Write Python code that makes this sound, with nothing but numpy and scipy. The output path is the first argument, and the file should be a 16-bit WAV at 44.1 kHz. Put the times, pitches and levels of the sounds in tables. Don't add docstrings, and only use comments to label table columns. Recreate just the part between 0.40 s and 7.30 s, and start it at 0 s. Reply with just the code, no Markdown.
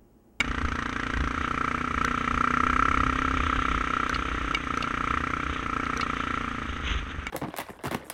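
import sys
import numpy as np
from scipy import signal
from scipy.fft import rfft, irfft
from scipy.io import wavfile
from scipy.ndimage import uniform_filter1d

SR = 44100
rng = np.random.default_rng(int(sys.argv[2]) if len(sys.argv) > 2 else 0)


def dump(signal):
    limited = np.clip(np.atleast_2d(signal).T, -1, 1)
    pcm = np.round(limited * 32767).astype(np.int16)
    wavfile.write(sys.argv[1], SR, pcm)


N = 304290
TIME = np.arange(N) / SR

# t/s, firing rate/Hz
FIRING_RATE = [(0.0, 30.17), (0.24, 28.77), (0.92, 28.86), (1.09, 30.77), (1.23, 28.98), (1.45, 31.36),
               (1.55, 28.31), (1.69, 31.11), (1.79, 29.86), (2.37, 31.72), (2.45, 34.0), (2.67, 32.27),
               (2.94, 33.08), (2.99, 30.78), (3.07, 32.44), (3.74, 31.03), (3.87, 32.84), (3.98, 29.84),
               (4.13, 32.6), (4.24, 29.3), (5.1, 31.26), (5.28, 28.91), (5.59, 30.77), (5.65, 29.08),
               (6.08, 28.87), (6.9, 24.18)]
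# t/s, turn (0 ahead, 1 aside)
HEAD_TURN = [(0, 0.6), (.15, 1), (.8, 1), (1.02, 0)]
# t/s, level/dB, width/s
LOOSE_PATCHES = [(.46, -60, 0.045), (1.03, -44, 0.083), (1.75, -46, 0.33), (2.29, -54, 0.082),
                 (3.17, -42, 0.9), (3.9, -45.5, 0.33), (4.3, -46, 0.45), (4.72, -48, .2),
                 (5.15, -42.5, 0.19), (5.82, -44.5, 0.44), (6.32, -46, 0.22), (6.485, -36.5, 0.055),
                 (6.54, -37.5, 0.13), (6.71, -42, 0.035)]
FIRM_GROUND_DB = -52.5


def engine_cycles(first_firing_cycles=0.318):
    return np.cumsum(curve(FIRING_RATE)) / SR - first_firing_cycles


def firings():
    cycles = engine_cycles()
    times_s = TIME[1:][np.diff(np.floor(cycles)) > 0]
    age_s = cycles % 1 / curve(FIRING_RATE)
    return times_s, age_s


def load_gain(share):
    # t/s, load/dB
    load = [(0, -4), (.2, -2.5), (1.14, 1), (1.3, 3.5), (1.48, -1.5), (1.62, 4.5), (1.81, 2), (1.97, 6),
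            (2.6, 7), (2.86, 3), (3.66, 2), (3.84, -3), (4.3, -1), (4.54, -1), (4.74, 3), (5.19, -5.5),
            (5.36, 0), (5.95, -1), (6.36, -13), (6.75, -24)]
    # t/s, drop/dB, width/s
    weak_firing = [(4.208, 7, 0.083)]
    return amp(share * (curve(load) - swells(weak_firing)))


def pipe_thump(times_s, level_db=-37, uneven_db=0.5, lowpass_hz=1100):
    # t/s, f/Hz
    boom_centre = [(0, 266.6), (1.1, 265), (1.8, 250), (2.35, 253), (2.6, 265), (3.3, 269), (3.7, 270),
                   (4.05, 289), (4.4, 259), (4.8, 268), (5.1, 286), (5.55, 262), (6.3, 255.4)]
    # f/centre, level/dB, t60/s
    boom_modes = [(.99, 3, 0.11), (1.08, 0, 0.082)]
    # f/Hz, level/dB, t60/s
    pipe_modes = [(155.7, -1.5, 0.077), (442, 2, 0.039), (585, -11, 0.06), (779, -5, 0.04),
                  (1070, 8, 0.0058)]
    pipe, steady = np.zeros(N), ring(pipe_modes, np.cos)
    for start_s in times_s:
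        centre_hz = np.interp(start_s, *np.transpose(boom_centre))
        boom = ring([(ratio * centre_hz, db, t60_s) for ratio, db, t60_s in boom_modes], np.cos)
        add(pipe, start_s, -amp(uneven_db * rng.standard_normal()) * (steady + boom))
    pipe = signal.lfilter(*signal.butter(2, lowpass_hz, fs=SR), pipe)
    return unit(pipe) * amp(level_db) * load_gain(0.36)


def silencer_bark(times_s, level_db=-32.5, detune=0.01, sag=0.12, settle_s=0.0022):
    # f/Hz, level/dB, rise/s
    silencer_modes = [(1346, 5, 0.002), (1597, -9.5, 0.0035), (1957, -9, 0.0016), (2344, -24, 0.0016),
                      (2745, -30, 0.0039)]
    delay_s, round_trip_s, echo_gain = 0.00065, 0.0059, 0.15
    t, out = np.arange(1300) / SR, np.zeros(N)
    slid_s = t - sag * settle_s * (1 - np.exp(-t / settle_s))
    for k, (hz, db, rise_s) in enumerate(silencer_modes):
        uneven_db = 2.5 if k else 0.9
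        envelope = t / rise_s * np.exp(-t / rise_s)
        scatter = np.sqrt(3) * rng.uniform(-1, 1, (len(times_s), 2))
        for start_s, (size, pitch) in zip(times_s, scatter):
            tone = np.sin(2 * np.pi * hz * (1 + detune * pitch) * slid_s)
            bang = amp(db + size * uneven_db) * envelope * tone
            add(out, start_s + delay_s, bang)
            add(out, start_s + delay_s + round_trip_s, echo_gain * bang)
    return unit(out) * amp(level_db) * load_gain(0.9)


def gas_rasp(age_s, ahead_db=-38.5, aside_db=-34.5, spit_db=-59, spit_aside_boost_db=7):
    # f/Hz, level/dB
    ahead_spectrum = [(200, -28.5), (700, -13.5), (1000, -10.5), (1350, 9.5), (1470, -7.5), (1900, 3),
                      (2080, -1), (2350, 4), (2600, -13), (3000, -7), (3350, -22.5), (3900, -15.5),
                      (5100, -45.5), (6200, -22), (7200, -29), (9000, -40), (14000, -58)]
    # f/Hz, level/dB
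    aside_spectrum = [(600, -37), (1000, -3), (1200, -0.5), (1400, -6), (1550, 5.5), (1740, -6),
                      (1900, 2.5), (2080, -6.5), (2350, -7), (2660, -23), (2950, -7.5), (3300, -17),
                      (3900, -16.5), (4500, -25.5), (5200, -31), (6100, -22.5), (7200, -35), (14000, -64)]
    # f/Hz, level/dB
    spit_spectrum = [(1000, 0), (2300, 5), (3000, -1.5), (3900, -15), (4700, 5), (5200, -3), (6100, 6.5),
                     (7000, -9.5), (9000, -12.5), (12500, -37), (14000, -49)]
    turn = curve(HEAD_TURN)
    gas = rng.choice([-1, 1], N) * puff(age_s, delay_s=0.0009, rise_s=0.00059, fall_s=0.0051)
    ahead = (1 - turn) * amp(ahead_db) * colour(gas, ahead_spectrum)
    aside = turn * amp(aside_db) * colour(gas, aside_spectrum)
    spit = rng.standard_normal(N) * puff(age_s, delay_s=0.00075, rise_s=0.0016, fall_s=0.0042)
    spit = colour(spit, spit_spectrum) * amp(spit_db + spit_aside_boost_db * turn)
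    return (ahead + aside) * load_gain(0.73) + spit * load_gain(0.76)


def machinery(age_s, clatter_db=-37.5, shaken_db=-3, sizzle_db=-56.5, throb=2.4):
    # f/Hz, level/dB
    clatter_spectrum = [(120, -2.5), (260, -4.5), (400, -5), (700, -16.5), (1000, -9), (1350, 5),
                        (1470, -0.5), (1950, -3), (2350, -7), (2700, -10), (4000, -25.5), (15000, -73)]
    # f/Hz, level/dB
    sizzle_spectrum = [(2000, -4.5), (4500, 2), (5200, -0.5), (5700, 4), (6400, 5), (7100, -6), (8000, -1),
                       (9200, -7), (10200, -13.5), (12300, -17.5), (13200, -24), (15000, -39)]
    clatter = colour(rng.standard_normal(N) * flicker(rate_hz=230, depth_db=2), clatter_spectrum)
    shaking = amp(shaken_db) * surges(LOOSE_PATCHES, FIRM_GROUND_DB)
    clatter *= np.hypot(amp(clatter_db) * load_gain(0.14), shaking)
    beat = 1 + throb * puff(age_s, delay_s=0.0081, rise_s=0.0014, fall_s=0.0051)
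    sizzle = colour(rng.standard_normal(N) * beat * flicker(rate_hz=400, depth_db=0.65), sizzle_spectrum)
    return clatter + sizzle * amp(sizzle_db) * load_gain(0.28)


def engine_drone():
    # f/firing rate, level/dB
    orders = [(4, 1), (5, -9.5), (8, 5), (9, -14)]
    # t/s, level/dB
    drone_level = [(0, -43), (.9, -45), (2.0, -47), (2.95, -43.5), (3.25, -50.5), (3.8, -52), (4.6, -45.5),
                   (5.3, -47.5), (5.7, -45.5), (6.25, -43.5), (6.45, -65), (6.9, -50)]
    cycles = engine_cycles()
    tones = sum(-amp(db) * np.cos(2 * np.pi * order * cycles) for order, db in orders)
    return unit(tones) * amp(curve(drone_level))


def tyre_crunch(grains_per_s=5000, spread_db=3):
    # f/Hz, level/dB
    gravel_spectrum = [(500, -32), (1500, -1), (2400, 1.5), (3100, 2.5), (3800, -3), (4300, -27.5),
                       (5300, -28), (6300, -9.5), (7500, -33.5), (14000, -65)]
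    sizes = amp(spread_db * np.minimum(rng.exponential(1, N), 4)) * rng.choice([-1, 1], N)
    grains = sizes * (rng.random(N) < grains_per_s / SR)
    crunch = colour(grains * flicker(rate_hz=51, depth_db=2), gravel_spectrum)
    return crunch * surges(LOOSE_PATCHES, FIRM_GROUND_DB)


def stone_strikes(hits, modes, scrape, lowpass_hz=12500):
    t, out, body = np.arange(1500) / SR, np.zeros(N), ring(modes, np.sin)
    for start_s, db, contact_s in hits:
        force = scrape * uniform_filter1d(rng.standard_normal(len(t)), size=3) * np.exp(-t / contact_s)
        force[0] += 1
        strike = signal.fftconvolve(force, body)
        attack_rms = strike[:SR // 100].std()
        add(out, start_s, amp(db) * strike / attack_rms)
    return signal.lfilter(*signal.butter(6, lowpass_hz, fs=SR), out)


def flying_stones():
    # t/s, level/dB, contact/s
    ticks = [(1.6493, -26.5, 0.001), (3.6951, -30, .0012), (4.111, -45, 0.00088), (4.3736, -35.5, 0.0012),
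             (5.5738, -31.5, 0.0015)]
    clacks = [(.0035, -19, 0.0014), (.0072, -18, 0.0017), (4.1472, -21.5, 0.0031), (6.8685, -28.5, 0.00045)]
    skitters = [(3.7445, -30, 0.0094), (4.4249, -30, 0.0034), (5.455, -42, 0.0022), (5.6102, -27.5, 0.0065)]
    # f/Hz, level/dB, t60/s
    tick_modes = [(480, -4.5, 0.083), (1530, 3.5, 0.067), (3700, -10, 0.0057), (4220, 7.5, 0.0034),
                  (5890, 3.5, 0.011), (8040, -17, 0.01), (11100, -19, .005), (12200, -21, .005)]
    clack_modes = [(1470, 8, 0.039), (1750, 15, 0.012), (2256, 22, 0.04), (2796, 19, 0.023),
                   (3670, 11.5, 0.02), (4650, 6, 0.023), (5070, -5, 0.017), (6100, 6, 0.017),
                   (7120, 2.5, 0.026)]
    panel_modes = [(2250, 3.5, 0.051), (2854, 9, 0.019), (3560, 4, 0.0088), (4200, 12, 0.0044),
                   (4430, -12.5, 0.0096), (6840, -23, .004), (11900, -11, .004)]
    return (stone_strikes(ticks, tick_modes, scrape=0.07)
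            + stone_strikes(clacks, clack_modes, scrape=0.18)
            + stone_strikes(skitters, panel_modes, scrape=0.44))


def wind(gain_db=-2.5):
    # f/Hz, level/dB
    wind_spectrum = [(10, -13.5), (22, -11), (30, -12.5), (40, -13.5), (51, 2.5), (62, -4), (76, 1.5),
                     (100, -20), (140, -21.5), (200, -24), (400, -37), (1500, -74), (6000, -110)]
    # t/s, relative level/dB, width/s
    gusts_and_thuds = [(.1, -29, 0.056), (.26, -26, 0.13), (.81, -24, 0.12), (1.0, -29, 0.047), (1.6, -32, 0.15),
                       (1.95, -28.5, 0.074), (2.34, -30.5, 0.21), (2.63, -27.5, 0.25), (3.0, -27.5, 0.24),
                       (3.185, -20.5, 0.026), (3.34, -27.5, 0.16), (3.77, -28.5, 0.064), (3.99, -30.5, 0.23),
                       (4.75, -35.5, 0.24), (5.1, -30.5, 0.065), (6.32, -30, .06), (6.53, -26, 0.17),
                       (6.78, -29, 0.034)]
    rumble = colour(rng.standard_normal(N), wind_spectrum, size=32768)
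    running_rms = np.sqrt(abs(uniform_filter1d(rumble ** 2, size=3000)) + 1e-6)
    return unit(rumble / running_rms) * surges(gusts_and_thuds, base_db=-39) * amp(gain_db)


def amp(db):
    return 10 ** (np.asarray(db) / 20)


def unit(x):
    return x / np.sqrt(np.mean(x ** 2) + 1e-20)


def curve(rows):
    return np.interp(TIME, *np.transpose(rows))


def add(mix, start_s, sound):
    part = mix[max(round(start_s * SR), 0):][:len(sound)]
    part += sound[:len(part)]


def colour(x, spectrum, size=8192):
    hz, db = np.transpose(spectrum)
    bins_hz = abs(np.fft.fftfreq(size, 1 / SR))
    log_gain = np.log(amp(np.interp(np.log(bins_hz + 1), np.log(hz), db)))
    response = np.fft.ifft(np.exp(np.conj(signal.hilbert(log_gain)))).real[:size // 2]
    return unit(signal.oaconvolve(x, response)[:N])


def flicker(rate_hz, depth_db):
    hz = np.fft.rfftfreq(N, 1 / SR)
    wander = irfft(rfft(rng.standard_normal(N)) / (1 + (hz / rate_hz) ** 4), N)
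    return amp(depth_db * unit(wander))


def ring(modes, wave):
    t = np.arange(4000) / SR
    return sum(amp(db - 60 * t / t60_s) * wave(2 * np.pi * hz * t) for hz, db, t60_s in modes)


def puff(age_s, delay_s, rise_s, fall_s):
    t = np.maximum(age_s - delay_s, 0)
    return (1 - np.exp(-t / rise_s)) * np.exp(-t / fall_s)


def swells(rows):
    return sum(height * 0.5 ** ((2 * (TIME - at_s) / width_s) ** 2) for at_s, height, width_s in rows)


def surges(rows, base_db):
    return np.hypot(amp(base_db), swells([(at_s, amp(db), width_s) for at_s, db, width_s in rows]))


def scene(bark_shade_db=-6, machinery_shade_db=-1.5):
    times_s, age_s = firings()
    turn = curve(HEAD_TURN)
    exhaust = pipe_thump(times_s) + gas_rasp(age_s) + silencer_bark(times_s) * amp(bark_shade_db * turn)
    engine = exhaust + machinery(age_s) * amp(machinery_shade_db * turn) + engine_drone()
    return (engine + flying_stones() + tyre_crunch() + wind())[None]


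def record(dry):
    cutoff_hz = 15200
    lowpass = signal.firwin(511, cutoff_hz, window=("kaiser", 9), fs=SR)
    return signal.oaconvolve(dry, lowpass[None], "same")


dry = scene()
out = record(dry)
dump(out)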